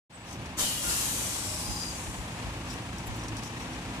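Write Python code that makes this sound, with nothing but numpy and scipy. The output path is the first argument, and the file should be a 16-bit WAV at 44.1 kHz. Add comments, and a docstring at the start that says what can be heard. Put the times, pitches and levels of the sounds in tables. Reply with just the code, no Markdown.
"""Diesel trucks rumble and clatter at idle, some way off in a concrete yard. One sets its air brakes:
a valve opens with a sharp, hollow blast, then a second, longer jet drains away, growing duller and
whistling as the pressure falls, while the brake groans faintly. Before and after it, loose metal
squeaks, clinks and rattles; a light wind nudges the microphone."""
import sys
import numpy as np
from scipy import signal
from scipy.fft import rfft, irfft
from scipy.io import wavfile
from scipy.ndimage import uniform_filter1d, map_coordinates

SR = 44100
rng = np.random.default_rng(int(sys.argv[2]) if len(sys.argv) > 2 else 0)


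def put_to_file(sound):
    """Save the sound as 16-bit audio at rate SR, in the file named by the first command-line argument."""
    columns = np.atleast_2d(sound).T  # one column per channel
    safe = np.clip(columns, -1, 1)
    whole_steps = np.round(safe * 32767)
    wavfile.write(sys.argv[1], SR, whole_steps.astype(np.int16))


N = 176400
TIME = np.arange(N) / SR
FREQS = np.maximum(np.arange(N // 2 + 1) * SR / N, 1)

# stereo image of the yard: (frequency [Hz], left-right correlation)
STEREO_LIKENESS = [(60, 0.91), (120, 0.98), (240, 1), (480, 0.86), (950, 1), (1900, 0.12), (3800, 0.11),
                   (7500, 0.056)]
# its lean: (frequency [Hz], left minus right [dB])
STEREO_BALANCE = [(60, -3), (300, 0.6), (640, -0.3), (1400, 1.9), (3100, 3), (5500, 3.5), (7000, 6.5),
                  (9300, .5), (15000, 0)]

# tone colour of exhaust rumble and engine clatter: (frequency [Hz], relative level [dB])
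RUMBLE_EQ = [(25, -17), (41, 17.5), (81, -6.5), (113, 0), (141, -4.5), (182, -5.5), (237, -5), (317, -4),
             (400, -13), (520, -52)]
CLATTER_EQ = [(240, -36), (400, -4.5), (630, -5), (964, -2.5), (1500, -10), (1660, -6.5), (2060, -9.5),
              (2510, -8), (4740, -17.5), (9370, -23), (15000, -39.5)]
# their fader moves: (time [s], level [dB])
RUMBLE_FADER = [(.1, -55.5), (.27, -50), (.39, -41.5), (.6, -44), (1.5, -43.5), (2.6, -42), (4, -41)]
CLATTER_FADER = [(.1, -52.5), (.33, -43.5), (.55, -44.5), (1.5, -45), (2.4, -40.5), (3, -42), (4, -40.5)]
# engine hum: (multiple of the firing rate, level at full rumble [dB])
FIRING_TONES = [(2, -53.5), (3, -49.5), (4, -52.5), (6, -52), (7, -56.5), (9, -52.5)]
# drone of a second engine: (time [s], pitch [Hz], level [dB])
DRONE_PATH = [(1.1, 104.7, -64), (1.7, 107, -46.5), (2.1, 113.3, -52), (2.45, 107.8, -45),
              (2.85, 116.9, -49), (3.3, 111.1, -44.5), (4, 111.4, -55)]

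# wind buffets, squeals, chirps and rattles: (peak time [s], half length [s], level [dB])
WIND_SWELLS = [(0.896, 0.042, -39.5), (1.705, 0.03, -36), (2.092, 0.017, -37), (2.206, 0.019, -38),
               (2.475, 0.026, -38), (3.104, 0.035, -38)]
SQUEAL_SWELLS = [(0.155, 0.023, -51.5), (0.22, 0.017, -53)]
CHIRP_SWELLS = [(3.072, .013, -46.5), (3.167, .011, -52)]
RATTLE_SWELLS = [(0.32, 0.044, -48), (2.722, 0.037, -44), (3.385, .015, -47), (3.455, 0.029, -44.5),
                 (3.615, 0.03, -48)]
# metal's chirp partials, contact grit and ringing modes: (frequency [Hz], relative level [dB])
CHIRP_MODES = [(7480, 0), (11150, 0), (14750, -3)]
GRIT_EQ = [(2000, -3), (5000, 9), (8500, 5.5), (11000, 0.5), (15000, -12)]
METAL_MODES = [(5660, -3.5), (5770, -9.5), (8400, -11.5), (11100, -23.5)]
# single knocks of loose metal: (time [s], tick level [dB], ring gain [dB])
CLINK_HITS = [(.458, -45, -50), (2.703, -41, -56), (2.982, -40, -43), (3.143, -57.5, -44),
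              (3.194, -55, -42), (3.235, -46, -41.5), (3.282, -37, -39), (3.367, -36.5, -50),
              (3.433, -36.5, -46), (3.732, -49, -42)]

# brake groan: (peak time [s], half length [s], pitch [Hz], level [dB])
GROAN_NOTES = [(1.68, .13, 836, -48.5), (1.53, .08, 613, -49.5)]
# air line whistles: (peak time [s], half length [s], pitch [Hz], glide [Hz/s], width [Hz], level [dB])
FAINT_WHISTLES = [(.9, 0.05, 1412, -100, 55, -41), (1.06, 0.23, 12750, -750, 380, -41.5),
                  (0.963, 0.11, 2780, -55.5, 240, -44)]
# the jet's main whistle: (time [s], pitch [Hz], level [dB])
WHISTLE_PATH = [(1.25, 5560, -51), (1.42, 5270, -47.5), (1.68, 5000, -45), (1.83, 4890, -37),
                (1.92, 4820, -46), (1.98, 4750, -53)]
# tone colour of the long jet and the first blast: (frequency [Hz], relative level [dB])
JET_EQ = [(300, -11.5), (900, -7.5), (1900, -9), (2850, -8), (3500, -7), (4900, -7), (5900, -3.5),
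          (7100, -2), (8000, -1), (9600, -1), (11000, -8), (13500, -12), (15000, -23)]
BLAST_EQ = [(300, -8), (900, -7.5), (2200, -8), (3000, -2), (5000, -3), (7200, 1.5), (9000, 0), (11500, -4),
            (15000, -13)]
# air flow of the jet: (time [s], level [dB])
JET_FADER = [(.76, -64), (.83, -33.5), (.9, -28), (1.0, -28.5), (1.2, -31.5), (1.5, -34), (1.8, -37),
             (2.05, -41.5), (2.3, -49.5), (2.7, -52)]
# peaks and dips in the hiss: most give it its hollow colour, and a further narrow dip sits near 9.5 kHz:
# (frequency [Hz], width [Hz], gain [dB])
HOLLOW_BANDS = [(2890, 130, 12), (3314, 94, 12.5), (3600, 145, -27), (3734, 67, 18.5), (4080, 83, -11),
                (4140, 250, 10), (4870, 90, 5), (6100, 120, -10), (9470, 130, -11), (9740, 190, 10)]
# echoes off the chassis and the ground: (delay [s], gain)
CHASSIS_ECHOES = [(.0022, 0.38), (.0051, 0.73), (.0083, .2)]


def from_db(db):
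    """Decibels to gain."""
    return 10 ** (np.asarray(db) / 20)


def unit_rms(x):
    """Scale to unit power."""
    return x / np.sqrt(np.mean(x ** 2) + 1e-20)


def automation(rows):
    """Columns of a time table at every sample."""
    times, *columns = np.transpose(rows)
    return [np.interp(TIME, times, column) for column in columns]


def colour(points):
    """A spectrum table at every frequency."""
    hz, value = np.transpose(points)
    return np.interp(np.log(FREQS), np.log(hz), value)


def resonance(hz, width_hz):
    """Gain of a resonance with steep skirts."""
    return 1 / (1 + ((FREQS ** 2 - hz ** 2) / (FREQS * width_hz)) ** 2 / 4) ** 2


def drift(rate_hz):
    """Smooth random wander with a spread of 1."""
    return unit_rms(irfft(rfft(rng.standard_normal(N)) / (1 + (FREQS / rate_hz) ** 2), N))


def swell(peak_s, half_s):
    """A bell-shaped rise and fall."""
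    return np.exp(-((TIME - peak_s) / half_s) ** 2)


def swells(rows):
    """Envelope of a table of short swells."""
    return sum(from_db(db) * swell(peak_s, half_s) for peak_s, half_s, db in rows)


def flicker(x, depth_db=2.3, patch_hz=150, patches_per_s=5, size=512):
    """Neighbouring bands swell and fade on their own."""
    hz, times, spectrum = signal.stft(x, SR, nperseg=size)
    grid = np.meshgrid(hz / patch_hz, times * patches_per_s, indexing="ij")
    patches = map_coordinates(rng.standard_normal((size, size)), grid, mode="mirror")
    return unit_rms(signal.istft(spectrum * from_db(depth_db * patches), SR, nperseg=size)[1][:, :N])


def yard_noise(gain, left_lag_s=.00016):
    """Coloured stereo noise from across the yard: narrow in the bass, wide and leftish in the treble."""
    mid, side = rfft(rng.standard_normal((2, N)))
    alike = np.clip(colour(STEREO_LIKENESS), -.99, .99)
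    sides = np.array([[1], [-1]])
    pair = np.sqrt(1 + alike) * mid + sides * np.sqrt(1 - alike) * side
    lag = np.exp(-1j * np.pi * sides * FREQS * left_lag_s)
    pan = from_db(sides * colour(STEREO_BALANCE) / 2)
    return unit_rms(irfft(pair * lag * gain * pan, N))


def engines(firing_hz=27.98, wander=.0071, throb_depth=.11):
    """Idling diesels: hum and drone under exhaust rumble and clatter that throb with the firings."""
    phase = 2 * np.pi * np.cumsum(firing_hz * (1 + wander * drift(4.6))) / SR
    throb = 1 + throb_depth * np.cos(phase) * (1 + drift(11) / 2)
    rumble_db, = automation(RUMBLE_FADER)
    clatter_db, = automation(CLATTER_FADER)
    hum = sum(from_db(db + 2 * drift(1.3)) * np.sin(round(k) * phase + rng.uniform(0, 2 * np.pi))
              for k, db in FIRING_TONES)
    hum *= np.sqrt(2) * from_db(rumble_db - rumble_db.max())
    rumble_band = 1 / np.sqrt((1 + (FREQS / 390) ** 10) * (1 + (72 / FREQS) ** 10))
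    rumble = yard_noise(from_db(colour(RUMBLE_EQ)) * rumble_band)
    clatter = yard_noise(from_db(colour(CLATTER_EQ)) / np.sqrt(1 + (380 / FREQS) ** 10))
    bass = yard_noise(resonance(hz=56.7, width_hz=13)) * from_db(-52.5)
    bass *= np.clip((TIME - .38) / .034, 0, 1)
    drone_hz, drone_db = automation(DRONE_PATH)
    drone = np.sqrt(2) * np.sin(2 * np.pi * np.cumsum(drone_hz) / SR)
    drone *= from_db(drone_db + .5 * drift(4.4))
    noise = rumble * from_db(rumble_db) + clatter * from_db(clatter_db + .8 * drift(18))
    return throb * noise + hum + bass + drone


def wind(spread=.96):
    """Short, deep buffets on the microphone, partly different in each channel."""
    common, left, right = rng.standard_normal((3, N))
    gusts = irfft(rfft(common + spread * np.array([left, right])) * resonance(hz=58, width_hz=20), N)
    power = uniform_filter1d(np.mean(gusts ** 2, axis=0), size=4000)
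    return gusts / np.sqrt(power + 1e-12) * swells(WIND_SWELLS)


def squeaks():
    """A thin, high squeal sounds twice; later, rubbing metal gives two brief chirps."""
    squeal = yard_noise(resonance(hz=7780, width_hz=36))
    chirp = yard_noise(sum(from_db(db) * resonance(hz, width_hz=480) for hz, db in CHIRP_MODES))
    return squeal * swells(SQUEAL_SWELLS) + chirp * swells(CHIRP_SWELLS)


def rattles(contacts_per_s=300, decay_s=.0017, rub=.77, ring_db=-6.5):
    """Loose metal chatters in short bursts: tiny contacts give bright grit, and a few notes ring."""
    grit = flicker(yard_noise(from_db(colour(GRIT_EQ))), depth_db=4, patch_hz=516, patches_per_s=25.18)
    touches = (rng.random(N) < contacts_per_s / SR) * rng.uniform(.41, 1, N)
    contacts = signal.lfilter([1], [1, -np.exp(-1 / (decay_s * SR))], touches)
    chatter = unit_rms(grit * (rub + contacts))
    ring = yard_noise(sum(from_db(db) * resonance(hz, width_hz=120) for hz, db in METAL_MODES))
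    return (chatter + ring * from_db(ring_db)) * swells(RATTLE_SWELLS)


def clinks(attack_s=.0018, tick_decay_s=.0067, ring_decay_s=.0086, spread_db=1.5, size=4096):
    """Single knocks of the loose metal: a sharp tick, and its modes ring briefly."""
    out, age = np.zeros((2, N)), TIME[:size]
    grit = yard_noise(from_db(colour(GRIT_EQ)))
    attack = np.minimum(age / attack_s, 1)
    for start_s, tick_db, ring_db in CLINK_HITS:
        span = slice(int(start_s * SR), int(start_s * SR) + size)
        tick = from_db(tick_db) * grit[:, span] * np.exp(-age / tick_decay_s)
        ring = sum(from_db(ring_db + db + spread_db * rng.standard_normal((2, 1)))
                   * np.sin(2 * np.pi * (hz * age + rng.random())) for hz, db in METAL_MODES)
        out[:, span] += attack * (tick + np.sqrt(2) * ring * np.exp(-age / ring_decay_s))
    return out


def brake_groan(waver=.008, rough_db=2.5):
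    """Two rough, wavering tones overlap as the brake takes hold."""
    out = 0
    for peak_s, half_s, hz, db in GROAN_NOTES:
        phase = 2 * np.pi * np.cumsum(hz * (1 + waver * drift(40))) / SR
        out += np.sqrt(2) * np.sin(phase) * from_db(db + rough_db * drift(25)) * swell(peak_s, half_s)
    return out


def line_whistles():
    """Faint, breathy edge tones of the air line come and go, sinking with the pressure."""
    out = 0
    for peak_s, half_s, hz, hz_per_s, width_hz, db in FAINT_WHISTLES:
        breath = signal.hilbert(yard_noise(resonance(hz, width_hz)))
        glide = np.exp(1j * np.pi * hz_per_s * (TIME - peak_s) ** 2)
        out += (breath * glide).real * from_db(db) * swell(peak_s, half_s)
    return out


def jet_whistle():
    """One breathy edge tone grows out of the jet and sinks with the pressure."""
    hz, db = automation(WHISTLE_PATH)
    breath = signal.hilbert(yard_noise(resonance(hz.mean(), width_hz=110)))
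    glide = np.exp(2j * np.pi * np.cumsum(hz - hz.mean()) / SR)
    gate = (TIME > WHISTLE_PATH[0][0]) * (TIME < WHISTLE_PATH[-1][0])
    return (breath * glide).real * from_db(db) * gate


def hollow_db():
    """The peaks and dips of the hiss, its hollow colour plus a narrow dip near 9.5 kHz, at every frequency."""
    return sum(db / (1 + (2 * (FREQS - hz) / width_hz) ** 2) for hz, width_hz, db in HOLLOW_BANDS)


def chassis_comb():
    """Comb-filter gain of the direct sound plus its short echoes."""
    return np.abs(1 + sum(gain * np.exp(-2j * np.pi * FREQS * delay) for delay, gain in CHASSIS_ECHOES))


def draining_jet(hollowness=.2, dull_above_hz=7960, dull_db_per_s=3.5):
    """The air line drains; the top of the hiss dies first."""
    age = TIME - JET_FADER[0][0]
    hiss = flicker(yard_noise(from_db(colour(JET_EQ) + hollowness * hollow_db())))
    top = irfft(rfft(hiss) / (1 + (dull_above_hz / FREQS) ** 10), N)
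    top_loss = 1 - from_db(-dull_db_per_s * np.maximum(age, 0))
    flow_db = automation(JET_FADER)[0] + .48 * drift(27)
    return (hiss - top * top_loss) * from_db(flow_db) * (age > 0)


def valve_blast(open_s=.5655, attack_s=.032, close_s=.8, hollow_build_s=.077):
    """The valve snaps open: a low chuff, and a hiss that turns hollow as it loses its first force."""
    age = np.maximum(TIME - open_s, 0)
    attack = np.minimum(age / attack_s, 1) ** 1.46
    since_peak = np.maximum(age - attack_s, 0)
    punch_db = 4.5 * np.exp(-since_peak / .16)
    fade_db = 21.5 * since_peak + 33 * np.maximum(TIME - close_s, 0)
    plain = yard_noise(from_db(colour(BLAST_EQ)) * chassis_comb())
    hollow = yard_noise(from_db(colour(BLAST_EQ) + hollow_db()))
    plain_share = np.exp(-(since_peak / hollow_build_s) ** 2)
    hiss = flicker(np.sqrt(plain_share) * plain + np.sqrt(1 - plain_share) * hollow)
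    chuff = yard_noise(resonance(hz=1180, width_hz=700)) * np.exp(-since_peak / .025)
    return attack * (hiss * from_db(-29.5 + punch_db - fade_db) + chuff * from_db(-38.5))


def scene():
    """The engine bed, the air brake on top, then small metal and wind."""
    bed = engines()
    air_brake = valve_blast() + draining_jet() + jet_whistle() + line_whistles() + brake_groan()
    return bed + air_brake + rattles() + clinks() + squeaks() + wind()


def record(dry):
    """A quick fade-in after a moment of silence, and a steep high cut."""
    start_s, fade_s, cutoff_hz = .095, .014, 15400
    opened = dry * np.clip((TIME - start_s) / fade_s, 0, 1)
    return signal.sosfilt(signal.ellip(12, .2, 80, cutoff_hz, fs=SR, output="sos"), opened)


dry = scene()
out = record(dry)
put_to_file(out)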